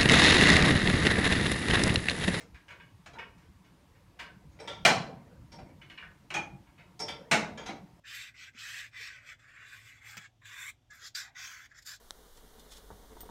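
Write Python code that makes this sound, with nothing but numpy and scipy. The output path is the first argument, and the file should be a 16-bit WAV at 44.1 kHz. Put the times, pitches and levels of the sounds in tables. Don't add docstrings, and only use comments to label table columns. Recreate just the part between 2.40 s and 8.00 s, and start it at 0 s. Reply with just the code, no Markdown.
import sys
import numpy as np
from scipy import signal
from scipy.fft import rfft, irfft, next_fast_len
from scipy.io import wavfile
from scipy.ndimage import uniform_filter1d

SR = 44100
rng = np.random.default_rng(int(sys.argv[2]) if len(sys.argv) > 2 else 0)


def master(y):
    cut = np.clip(np.atleast_2d(y).T, -1, 1)
    pcm = np.round(cut * 32767)
    wavfile.write(sys.argv[1], SR, pcm.astype(np.int16))


N = 246959


def amp(db):
    return 10 ** (np.asarray(db) / 20)


def unit(x):
    return x / np.sqrt(np.mean(x ** 2) + 1e-20)


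def along(points, hz):
    f, value = np.transpose(points)
    return np.interp(np.log(hz + 1), np.log(f + 1), value)


def filtered(x, response):
    size = next_fast_len(len(x) + 8192)
    return irfft(rfft(x, size) * response(np.fft.rfftfreq(size, 1 / SR)), size)[:len(x)]


def patchy(depth_db, bins, frames):
    spectra = signal.stft(rng.standard_normal(N + 1024), nperseg=1024)[2]
    patches = uniform_filter1d(rng.standard_normal(spectra.shape), bins, axis=0)
    patches = uniform_filter1d(patches, frames, axis=1)
    return signal.istft(spectra * amp(depth_db * unit(patches)), nperseg=1024)[1][:N]


def struck(events, modes, wash, modes_db, spread_db, grain_db, crack_db):
    # f/Hz, t60/s
    decay_times = [(100, 1.38), (200, 1.14), (400, 0.6), (800, 0.64), (2000, 0.43), (5000, 0.44),
                   (11000, 0.3)]
    out, t = np.zeros(N + SR), np.arange(SR) / SR
    mode_hz, mode_width, mode_db = np.transpose(modes)[:, :, None]

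    def hill(f, centre, width):
        return 1 / (1 + (2 * (f - centre) / width) ** 2) ** 1.2

    for start, db, bass_db, treble_db, favoured, decay_scale, rise_s in events:
        strength = amp(modes_db + mode_db + spread_db * rng.standard_normal(mode_db.shape))
        for hz, lift_db in favoured:
            strength[np.argmin(abs(mode_hz - hz))] = amp(lift_db)
        small_modes_db = grain_db * rng.standard_normal(600)

        def tilt(f):
            return amp(bass_db / (1 + (f / 950) ** 4) + treble_db / (1 + (4200 / (f + 1)) ** 4))

        def body(f):
            peaks = np.sum(strength * hill(f, mode_hz, mode_width), axis=0)
            peaks += sum(amp(lift - 12.5) * hill(f, centre, 0.14 * centre) for centre, lift in favoured)
            ripple_db = np.interp(f, np.linspace(0, SR / 2, len(small_modes_db)), small_modes_db)
            return amp(along(wash, f) + ripple_db) * (1 + peaks)

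        def crack_colour(f):
            return amp(along(wash, f)) * tilt(f) * f / (f + 3000)

        ringing = filtered(unit(filtered(rng.standard_normal(SR), body)), tilt)
        band_hz, age, spectra = signal.stft(ringing, SR, nperseg=256)
        t60 = np.clip(decay_scale, 0.1, 2) * along(decay_times, band_hz)[:, None]
        fade = amp(-60 * age / t60)
        swell = 1 - np.exp(-age / 0.0044) / (1 + (band_hz[:, None] / 900) ** 2)
        ringing = signal.istft(spectra * fade * swell, SR, nperseg=256)[1][:SR]
        crack = amp(crack_db - 60 * t / 0.0067) * unit(filtered(rng.standard_normal(SR), crack_colour))
        onset = 1 - np.exp(-t / np.clip(rise_s, 0.0003, 0.05))
        out[round(start * SR):][:SR] += amp(db) * onset * (ringing + crack)
    return out[:N]


def room_tone():
    # t/s, level/dB
    hum_levels = [(0.0, -58), (0.47, -61.5), (0.67, -58), (1.59, -60.5), (2.29, -55), (2.63, -52.5),
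                  (2.85, -61), (3.18, -52), (3.63, -60), (3.91, -60), (4.05, -53), (4.32, -59.5),
                  (4.57, -58.5), (5.12, -53), (5.43, -60.5), (5.6, -58)]
    # f/Hz, relative level/dB
    hum_colour = [(12, -47.5), (20, -8), (60, 0), (139, -1.5), (190, -0.5), (223, -12.5), (276, -10.5),
                  (316, -11.5), (362, -14.5), (500, -43.5), (650, -53.5), (1100, -120)]
    hiss_colour = [(180, -21), (300, -3.5), (487, -19), (779, -6.5), (920, -2.5), (1520, -12),
                   (1650, -10.5), (4990, -18), (8660, -22.5), (15000, -27.5), (16400, -35.5)]
    hum = filtered(patchy(depth_db=4.0, bins=2, frames=3), lambda f: amp(along(hum_colour, f)))
    hiss = filtered(patchy(depth_db=1.2, bins=12, frames=4), lambda f: amp(along(hiss_colour, f)))
    hum_db = np.interp(np.arange(N) / SR, *np.transpose(hum_levels))
    return amp(hum_db) * unit(hum) + amp(-69) * unit(hiss)


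def shell_slips():
    # t/s, level/dB, bass/dB, treble/dB, mode f/Hz, lift/dB, second mode f/Hz, lift/dB, rise/s
    slips = [(.001, -39.5, -15.5, -7, 477, 16, 2000, 1, 0.0037),
             (.660, -38.5, -15.5, -15, 1740, 1, 690, 4, 0.0012),
             (.748, -37.5, -7.5, -40, 900, 23.5, 1440, 17, 0.0083),
             (2.4506, -7.5, -13, -12.5, 777.6, 8.5, 4120, 8.5, 0.00025),
             (3.128, -49.5, 8, -14, 930, 18, 2080, 14, 0.0079),
             (3.185, -45, 4, -20, 590, 7, 2420, 10, .003),
             (3.288, -57, 8.5, -10.5, 2240, 21.5, 590, 6, .004),
             (3.9036, -30.5, -15, -19.5, 2700, 13.5, 2260, 6.5, 0.00077),
             (3.9409, -26.5, -19, -12, 6500, 14, 3290, 13.5, 0.00033),
             (3.946, -23, -7, -22, 2337, 23, 833, 11.5, 0.0035),
             (4.9122, -12, -12, -13, 2250, 9, 2040, 7.5, 0.0018),
             (5.275, -36, -29, -20, 4120, 18.5, 1430, 13, .003),
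             (5.2864, -37.5, 6, -19, 2200, 21, 764, 12, 0.00075)]
    # f/Hz, width/Hz, relative level/dB
    modes = [(162, 30, 8), (255, 30, 4), (355, 30, 7), (470, 30, 2), (533, 30, 3), (591, 25, 9),
             (690, 25, 4), (764, 25, 9), (834, 70, 2), (912, 40, 5), (1271, 30, 7), (1352, 30, 8),
             (1430, 25, 6), (1500, 25, 8), (1710, 30, 5), (2080, 35, 6), (2250, 35, 4), (2420, 80, 7),
             (2674, 60, 9), (2874, 120, 10), (3290, 60, 4), (3790, 120, 13), (4120, 250, 14),
             (4400, 100, 10), (5350, 350, 14), (5890, 120, 8), (6370, 150, 9), (6880, 400, 13),
             (7300, 150, 9), (8680, 500, 13)]
    # f/Hz, relative level/dB
    wash = [(55, -54.5), (90, -14.5), (170, -2.5), (400, -4), (700, -1.5), (1020, -8), (1400, -11),
            (2500, -11.5), (4000, -18), (6000, -13.5), (8700, -18.5), (11000, -30), (15000, -33),
            (17000, -42)]
    decay_scale, scale_per_db = 0.88, 0.009
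    events = [(start, db, bass, treble, [(hz, lift), (hz2, lift2)], decay_scale + scale_per_db * db, rise)
              for start, db, bass, treble, hz, lift, hz2, lift2, rise in slips]
    return struck(events, modes, wash, modes_db=-15.5, spread_db=0.5, grain_db=4, crack_db=-3.5)


def seam_ticks():
    # t/s, level/dB, bass/dB, treble/dB, other favoured mode f/Hz, rise/s
    ticks = [(0.1436, -47.5, -7, 5.5, 1630, .0012), (0.2818, -44.5, -11, 5, 1650, .0005),
             (.3043, -42.5, 4, 5, 1300, 0.001), (0.3984, -46, -10, -2, 1630, .0006),
             (.7858, -34.5, 4, -4, 2860, 0.00038), (0.979, -62.5, -7, 20, 1866, .0012),
             (1.0192, -62.5, 5, 9, 1530, .0012), (1.2446, -59.5, -1, 12, 1530, .0012),
             (1.5497, -63.5, -5, 7, 1530, .0012), (1.7897, -33.5, -6, 7, 1650, 0.0054),
             (1.88, -50, -7, -6, 1530, .008), (3.4142, -46.5, -10, 0.5, 2880, .001),
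             (3.4985, -42.5, -13, 0.5, 2930, 0.00062), (3.5758, -38, -8.5, -7, 2940, .0008),
             (3.6257, -40, -3, -11, 1650, 0.0011), (4.27, -61.5, -1, 6, 2146, .0012),
             (4.3775, -46, 0.5, -3.5, 1350, 0.011)]
    # f/Hz, width/Hz, relative level/dB
    modes = [(937, 38, 21), (1190, 43, 4.6), (1377, 54, 17), (1530, 61, 6.7), (1630, 150, 3.5),
             (1866, 88, 4.5), (2050, 65, 3), (2220, 86, 8), (2500, 200, 5.7), (2910, 120, 15),
             (3450, 77, 7.5), (3750, 30, 1.6), (4270, 32, 2.7), (5250, 150, 6.3)]
    # f/Hz, relative level/dB
    wash = [(240, -48.5), (400, -11.5), (723, -5.5), (828, -20.5), (1090, -4.5), (1270, -14), (1540, -6.5),
            (2320, -6.5), (4390, -20.5), (15000, -46.5)]
    shared_hz, shared_db, other_db, decay_scale = 2340, 4.5, 11, 0.7
    events = [(start, db, bass, treble, [(shared_hz, shared_db), (hz, other_db)], decay_scale, rise)
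              for start, db, bass, treble, hz, rise in ticks]
    return struck(events, modes, wash, modes_db=-8.5, spread_db=0.5, grain_db=5.0, crack_db=-13)


def thuds():
    # centre t/s, level/dB, f/Hz
    pushes = [(0.15, -47, 61.7), (0.549, -48, 108), (1.099, -47.5, 63), (3.026, -43.5, 57.3),
              (4.147, -44, 137), (5.439, -48, 193), (2.061, -47, 148)]
    t = np.arange(N) / SR
    return sum(amp(db) * np.exp(-((t - centre) / 0.015) ** 2) * np.sin(2 * np.pi * hz * (t - centre))
               for centre, db, hz in pushes)


def handle_clinks():
    # t/s, level/dB, bass/dB, treble/dB, mode f/Hz, lift/dB, second mode f/Hz, decay scale
    clinks = [(.733, -50, 2, -9, 6610, 20, 3940, 0.48), (2.118, -70, -11.5, 1, 6610, 26, 6610, .8),
              (2.189, -44, -6, -21.5, 2340, 18, 4000, .65), (2.198, -40.5, 2.5, -12, 8300, 27, 5530, 0.83),
              (2.2745, -31.5, -8, -11, 3610, 24, 3235, 0.88), (3.118, -44, -11, -6.5, 5480, 22, 4640, 0.74),
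              (4.592, -40.5, -5.5, 2.5, 4900, 12, 6300, 0.69),
              (4.600, -31, 5.5, -3, 5320, 30.5, 8500, 0.83),
              (4.681, -29, -11.5, -10.5, 3500, 19.5, 3220, 0.68),
              (5.174, -32.5, -7, -21.5, 6610, 25, 3360, 1.02),
              (5.259, -32.5, -11, -11, 6150, 20.5, 3900, 0.73)]
    # f/Hz, width/Hz, relative level/dB
    modes = [(450, 28, 8), (590, 35, 6), (750, 50, 6), (920, 50, 6), (1365, 35, 7), (1700, 35, 4),
             (2000, 45, 7), (2310, 80, 7), (3240, 60, 10), (3550, 90, 9), (3940, 45, 4), (4690, 45, 7),
             (4850, 90, 9), (5460, 190, 8), (5730, 60, 5), (6250, 80, 8), (6610, 110, 5), (7020, 110, 11),
             (7810, 100, 8), (8050, 100, 8), (8480, 110, 14), (9770, 120, 15), (10750, 120, 15),
             (11700, 150, 13)]
    # f/Hz, relative level/dB
    wash = [(90, -37), (150, -6), (450, -3.5), (950, -7), (1400, -10.5), (2300, -11.5), (3600, -16.5),
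            (5500, -13.5), (8500, -25), (12000, -32.5), (16000, -43.5)]
    second_db, rise_s = 20.5, 0.0017
    events = [(start, db, bass, treble, [(second_hz, second_db), (hz, lift)], decay_scale, rise_s)
              for start, db, bass, treble, hz, lift, second_hz, decay_scale in clinks]
    return struck(events, modes, wash, modes_db=3, spread_db=1.5, grain_db=3.0, crack_db=-14)


def frame_ring():
    # f/Hz, width/Hz, relative level/dB
    modes = [(440, 31, 7), (571.6, 60, 7), (730, 25, 2.5), (938, 33, 2), (1343, 873, -14),
             (2150, 200, -10.5)]
    # t/s, level/dB
    peaks = [(.86, -74), (1.81, -60.5), (2.26, -48), (2.699, -55), (2.88, -59), (3.25, -59.5), (4.04, -66),
             (4.77, -48.5), (4.98, -40.5), (5.21, -52), (5.4, -73)]
    rest_db, swell_db_per_s, fade_db_per_s = -73.5, 253, 121.5

    def frame(f):
        return sum((-1) ** k * amp(db) * 1j * f * width / (hz * hz - f * f + 1j * f * width)
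                   for k, (hz, width, db) in enumerate(modes))

    t = np.arange(N) / SR
    swells = sum(amp(db + np.minimum(swell_db_per_s * (t - peak), fade_db_per_s * (peak - t)))
                 for peak, db in peaks)
    ring = filtered(patchy(depth_db=6.0, bins=4, frames=3), frame)
    return (amp(rest_db) + swells) * unit(ring)


def scene():
    metal = shell_slips() + amp(-4.0) * seam_ticks() + amp(-1.5) * handle_clinks() + frame_ring()
    return (metal + thuds() + room_tone())[None]


def record(dry):
    low_cut_hz, top_hz = 30, 15780
    return filtered(dry[0], lambda f: (f < top_hz) / (1 + (low_cut_hz / (f + 1)) ** 4))[None]


dry = scene()
out = record(dry)
master(out)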